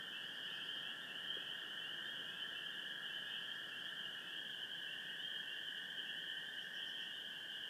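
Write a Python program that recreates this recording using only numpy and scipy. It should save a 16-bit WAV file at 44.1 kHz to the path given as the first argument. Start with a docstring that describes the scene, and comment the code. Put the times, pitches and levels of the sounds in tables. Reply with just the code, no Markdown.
"""A spring chorus at dusk, heard across a lawn: many small frogs peep in short rising whistles near 3 kHz,
each a gliding sine under a swelling envelope. Toads hold long trills nearly an octave lower, made of
tone pulses some 40 a second. Trees smear the calls with echoes, made by decaying noise. Under them lie
a far rumble, a faint hum and microphone hiss, runs of faint high chips (noise bands) and a few soft thumps."""
import sys
import numpy as np
from scipy import signal
from scipy.fft import rfft, irfft, next_fast_len
from scipy.io import wavfile
from scipy.ndimage import map_coordinates

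SR = 44100
rng = np.random.default_rng(int(sys.argv[2]) if len(sys.argv) > 2 else 0)


def bounce(signal):
    """Save signal as a 16-bit WAV file at the path given by the first command-line argument."""
    frames = np.transpose(np.atleast_2d(signal))
    limited = np.clip(frames, -1, 1)
    pcm = np.round(limited * 32767).astype(np.int16)
    wavfile.write(sys.argv[1], SR, pcm)


N = 339129


def amp(db):
    """Level to amplitude: 20 dB is a factor of ten."""
    return 10 ** (np.asarray(db) / 20)


def unit(x):
    """Normalization: x scaled to a root-mean-square of 1."""
    return x / np.sqrt(np.mean(x ** 2) + 1e-20)


def clock():
    """Sampling: the time of each sample in seconds."""
    return np.arange(N) / SR


def curve(rows):
    """Linear interpolation: (seconds, value) rows joined by straight lines."""
    return np.interp(clock(), *np.transpose(rows))


def wobble(rate):
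    """Slow random modulation: a smooth curve through random knots, rate of them a second."""
    knots = rng.standard_normal(int(N * rate / SR) + 4)
    coarse = np.linspace(0, N / SR, 2048)
    smooth = map_coordinates(knots, [coarse * rate])
    return np.interp(clock(), coarse, smooth)


def filtered(x, response):
    """Linear filtering: the spectrum of x times a response of frequency."""
    m = next_fast_len(N + SR // 2)  # zero padding keeps the end off the start
    hz = np.fft.rfftfreq(m, 1 / SR)
    return irfft(rfft(x, m) * response(hz), m)[:N]


def noise(spectrum):
    """Spectral shaping: white noise given a (Hz, dB) spectrum, at rms 1."""
    f, db = np.transpose(spectrum)

    def response(hz):
        return amp(np.interp(np.log(hz + 1), np.log(f), db))

    return unit(filtered(rng.standard_normal(N), response))


def add(track, s, sound):
    """Superposition: mix a sound into the track from time s on."""
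    start = round(s * SR)
    lo, hi = max(start, 0), min(start + len(sound), N)
    if hi > lo:
        track[lo:hi] += sound[lo - start:hi - start]


def woods(x, t60, wet_db):
    """Reverberation: direct sound plus scatter from trunks and branches, falling 60 dB in t60 seconds."""
    t = np.arange(SR) / SR
    tail = rng.standard_normal(SR) * amp(-60 * t / t60)
    echo = signal.fftconvolve(x, tail / np.linalg.norm(tail))[:N]
    return (x + amp(wet_db) * echo) / np.hypot(1, amp(wet_db))


def envelope(u, crest, power):
    """Amplitude envelope: a sine arch over u = 0 to 1, skewed to peak at crest; more power narrows it."""
    swell = np.interp(u, [0, crest, 1], [0, .5, 1])
    return np.abs(np.sin(np.pi * swell)) ** power


def peep(length, start_hz, end_hz):
    """Frequency glide: the vocal sac swells, the pitch climbs, and the note closes quickly."""
    u = np.linspace(0, 1, max(int(length * SR), 2))
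    pitch_hz = start_hz + (end_hz - start_hz) * u ** 1.26  # the climb steepens
    phase = 2 * np.pi * np.cumsum(pitch_hz) / SR
    return envelope(u, crest=.74, power=.65) * np.sin(phase)


def crowd(pitches, period, length, glide_hz, best_hz=3050, fade_hz=250):
    """Incoherent sum: each frog repeats a rising note at its own pace; voices far from best_hz are weaker."""
    track = np.zeros(N)
    for pitch in pitches:
        pace, size = rng.standard_normal(2)
        voice = 1 / (1 + (abs(pitch - best_hz) / fade_hz) ** 3)
        own_length = length * np.exp(.15 * size)
        gaps = period * np.exp(.15 * pace + .08 * rng.standard_normal(26))
        times = np.cumsum(gaps) - 2 - rng.random()  # calling began before the start
        for s, (shift, stress) in zip(times, rng.standard_normal((len(times), 2))):
            hz = pitch + 22 * shift
            if -length < s < N / SR:
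                note = peep(own_length, hz - glide_hz / 2, hz + glide_hz / 2)
                add(track, s, voice * amp(.8 * stress) * note)
    return unit(track)


def far_peepers():
    """Direct-to-reverberant ratio: a clearer near bank of frogs, and a swamp behind it deep in echo."""
    # The far frogs together. Each row: time in seconds, level in dB.
    chorus_level = [(0.0, -51), (0.04, -50.5), (0.9, -48.5), (0.96, -53.5), (1.3, -48), (1.48, -50),
                    (3.62, -49), (3.73, -52.5), (3.81, -50), (6.15, -50), (6.75, -52), (6.79, -47.5),
                    (7.37, -51.5), (7.41, -54.5), (7.54, -49), (7.69, -49.5)]
    bank = crowd(np.linspace(2880, 3400, 38), period=.65, length=.07, glide_hz=190)
    swamp = crowd(np.linspace(2780, 3640, 145), period=.7, length=.07, glide_hz=190)
    bank = woods(bank, t60=.5, wet_db=-8)
    swamp = woods(swamp, t60=.81, wet_db=-1.5)
    voices = swamp + amp(-3) * bank
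    return amp(curve(chorus_level)) * unit(voices)


def near_peepers(flutter_db=2.0, vary_hz=16):
    """Amplitude fluctuation: frogs repeat their own notes; paths over the ground make each glide flutter."""
    # Calls. Each row: start in seconds, name of the frog, peak level in dB before flutter and echo.
    calls = [(0.465, "drawling", -56.5), (1.33, "drawling", -58), (2.242, "drawling", -56),
             (3.224, "drawling", -58), (4.146, "drawling", -59), (5.0, "drawling", -62),
             (5.92, "drawling", -67), (6.929, "drawling", -67), (0.115, "sweeping", -51),
             (.82, "sweeping", -52), (6.751, "sweeping", -60), (.472, "low", -55), (1.07, "low", -50.5),
             (1.79, "low", -52), (2.54, "low", -51), (3.08, "low", -54), (3.708, "low", -49.5),
             (4.285, "low", -51), (4.868, "low", -49), (5.464, "low", -47.5), (6.054, "low", -53),
             (6.58, "low", -57), (6.97, "low", -52), (7.31, "low", -55), (0.411, "middle", -45),
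             (1.14, "middle", -42.5), (1.839, "middle", -43.5), (2.609, "middle", -50.5),
             (3.3, "middle", -49), (4.044, "middle", -43), (4.778, "middle", -51), (6.058, "middle", -47),
             (6.83, "middle", -52), (7.51, "middle", -44), (.019, "upper", -50), (2.393, "upper", -43.5),
             (2.768, "upper", -47), (5.957, "upper", -44.5), (6.342, "upper", -48), (7.23, "upper", -51),
             (.697, "high", -46.5), (1.295, "high", -42), (2.06, "high", -46.5), (3.465, "high", -45),
             (4.697, "high", -48), (5.22, "high", -48), (5.35, "high", -47.5), (.46, "shrill", -58.5),
             (.989, "shrill", -58), (1.54, "shrill", -62), (2.017, "shrill", -55), (2.683, "shrill", -55),
             (3.246, "shrill", -56), (3.856, "shrill", -62), (4.457, "shrill", -61), (5.17, "shrill", -58),
             (6.45, "shrill", -57.5), (7.1, "shrill", -56)]
    # Each nearer frog's own note, by name: start pitch in Hz before variation, rise in Hz, length in seconds.
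    notes = {"drawling": (2480, 330, 0.2), "sweeping": (2600, 320, .11), "low": (2690, 134, 0.073),
             "middle": (2825, 178, .068), "upper": (2960, 165, 0.0525), "high": (3110, 170, 0.0675),
             "shrill": (3397, 260, 0.0638)}
    track = np.zeros(N)
    for (s, frog, db), shift in zip(calls, rng.standard_normal(len(calls))):
        start_hz, rise_hz, length = notes[frog]
        hz = start_hz + vary_hz * shift
        add(track, s, amp(db) * peep(length, hz, hz + rise_hz))
    flutter = amp(flutter_db * wobble(60))
    return woods(track * flutter, t60=.7, wet_db=-3)


def pulse_rate(pitch_hz):
    """Power-law scaling: smaller, higher toads give more pulses a second (41.3 at 1596.7 Hz)."""
    return 41.3 * (pitch_hz / 1596.7) ** .55


def trill(pitch_hz, rate, unsteady, drift_hz=2, scatter_hz=14):
    """Amplitude modulation: pulses of tone with a quick rise, each a little off in phase and pitch."""
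    pulses = np.cumsum(rate + .1 * wobble(2)) / SR + rng.random()
    u, index = pulses % 1, pulses.astype(int)  # place within the pulse, pulse number
    slip, detune = rng.standard_normal((2, 1024))[:, index]
    cycles = np.cumsum(pitch_hz + drift_hz * wobble(1)) / SR
    cycles += scatter_hz * detune * (u - .5) / rate
    tone = np.sin(2 * np.pi * cycles + unsteady * slip)
    return unit(envelope(u, crest=.19, power=1.9) * tone)


def far_toads(count=22, low_hz=1565, high_hz=1835, unsteady=1.74):
    """Spectral blurring: overlapping trills of many pitches drift and merge into one purring band."""
    # The far toads together. Each row: time in seconds, level in dB before a lift of 1.75 dB.
    chorus_level = [(0, -57), (1, -56), (3.5, -55), (4.4, -56.5), (5.7, -55), (6.7, -56.5), (7.3, -58.5),
                    (7.69, -57.5)]
    track = np.zeros(N)
    for place in np.linspace(-1, 1, count):
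        pitch_hz = np.interp(place, [-1, 1], [low_hz, high_hz])
        effort = amp(-2.5 * place ** 2 + 1.5 * wobble(.7))  # weaker at the band's edges
        rate = pulse_rate(pitch_hz) + 2 * rng.standard_normal()
        track += effort * trill(pitch_hz, rate, unsteady, drift_hz=18)
    return amp(curve(chorus_level) + 1.75) * unit(woods(track, t60=.59, wet_db=-5))


def near_toads():
    """Onset and offset ramps: long trills swell over 0.13 s at the start and stop short within 0.057 s."""
    # Each row: start and end in seconds, pitch in Hz, rms level in dB before ramps and echo,
    # random phase from pulse to pulse in radians.
    toads = [(-1, 4.36, 1348, -70.5, 2), (-1, 4.36, 1398, -69, 2), (-1, 4.9, 1500, -66.5, 1.9),
             (-1, 2.6, 1812, -63.5, 1.4), (2.4, 4.4, 1826, -64, .9), (2.6, 4.9, 1664, -63, 1.3),
             (4.65, 8.2, 1517, -63.5, 1.1), (4.8, 7.15, 1827, -59.3, .45), (5.1, 6.8, 1742, -63, 1.1),
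             (4.4, 8.2, 1580, -64, 1.6)]
    t, track = clock(), np.zeros(N)
    for start, end, pitch_hz, db, unsteady in toads:
        rise = np.clip((t - start) / .13, 0, 1)
        fall = np.clip((end - t) / .057, 0, 1)
        track += amp(db) * rise * fall * trill(pitch_hz, pulse_rate(pitch_hz), unsteady)
    return woods(track, t60=.67, wet_db=-6.5)


def background(hum_hz=174, hum_db=-78):
    """Broadband noise: a far rumble with a faint wavering hum, and the microphone's hiss."""
    # Far rumble. Each row: time in seconds, level in dB before a lift of 0.31 dB.
    air_level = [(0, -63.5), (1, -62.5), (3, -63.5), (5.5, -64.5), (7.69, -65)]
    # Spectra of rumble and hiss. Each row: frequency in Hz, relative level in dB per Hz.
    rumble_spectrum = [(20, -35), (45, -31), (70, -19.5), (100, -10.5), (150, 1), (300, -0.5), (600, -3.5),
                       (1200, -7.5), (2050, -16), (4000, -27.5), (9000, -43)]
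    hiss_spectrum = [(100, -18), (2000, 3.5), (4000, 0), (4800, 1), (6500, -2), (10000, -4), (14000, -7),
                     (15300, -7.5)]
    hum_phase = 2 * np.pi * np.cumsum(hum_hz + 4 * wobble(12)) / SR
    hum = np.sin(hum_phase) * amp(hum_db + 3 * wobble(6))
    rumble = amp(curve(air_level) + .31) * noise(rumble_spectrum)
    return rumble + hum + amp(-67.5) * noise(hiss_spectrum)


def chips(width_hz=430, half_length=.028):
    """Band-pass noise bursts: runs of a small animal's faint raspy chips swell and fade."""
    # Each row: first chip in seconds, number of chips, gap in seconds, pitch in Hz,
    # level in dB at mid-run before echo.
    runs = [(.26, 6, 0.1, 4830, -69.5), (3.28, 5, .138, 5000, -73), (6.635, 4, .128, 5470, -67)]
    t, track = clock(), np.zeros(N)
    for start, count, gap, pitch_hz, db in runs:
        def band(hz):
            return np.exp(-.5 * ((hz - pitch_hz) / width_hz) ** 2)

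        rasp = unit(filtered(rng.standard_normal(N), band))
        for k, place in enumerate(np.linspace(-1, 1, round(count))):
            burst = np.exp(-((t - start - k * gap) / half_length) ** 2)
            track += amp(db - 2.5 * place ** 2) * burst * rasp  # a run's ends are 2.5 dB weaker
    return woods(track, t60=.45, wet_db=-4)


def thumps(cycles=1.0):
    """Windowed sine bursts: each soft thump swells and fades evenly; the first has a weak rebound."""
    # Each row: center in seconds, pitch in Hz, level in dB of the bell-shaped envelope's peak.
    bursts = [(1.3715, 426, -45.5), (1.379, 480, -56), (4.07, 65, -77), (7.6, 95, -71)]
    t, track = clock(), np.zeros(N)
    for s, hz, db in bursts:
        bell = np.exp(-((t - s) * hz / cycles) ** 2)  # a few cycles long
        track += amp(db) * bell * np.sin(2 * np.pi * hz * (t - s))
    return track


def scene():
    """Superposition: the pressures of all sources add, in one channel."""
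    frogs = near_peepers() + far_peepers()
    toads = near_toads() + far_toads()
    return (frogs + toads + chips() + thumps() + background())[None]


def record(dry):
    """Band limiting: nothing passes from 15.3 kHz up."""
    return filtered(dry[0], lambda hz: hz < 15300)[None]


dry = scene()
out = record(dry)
bounce(out)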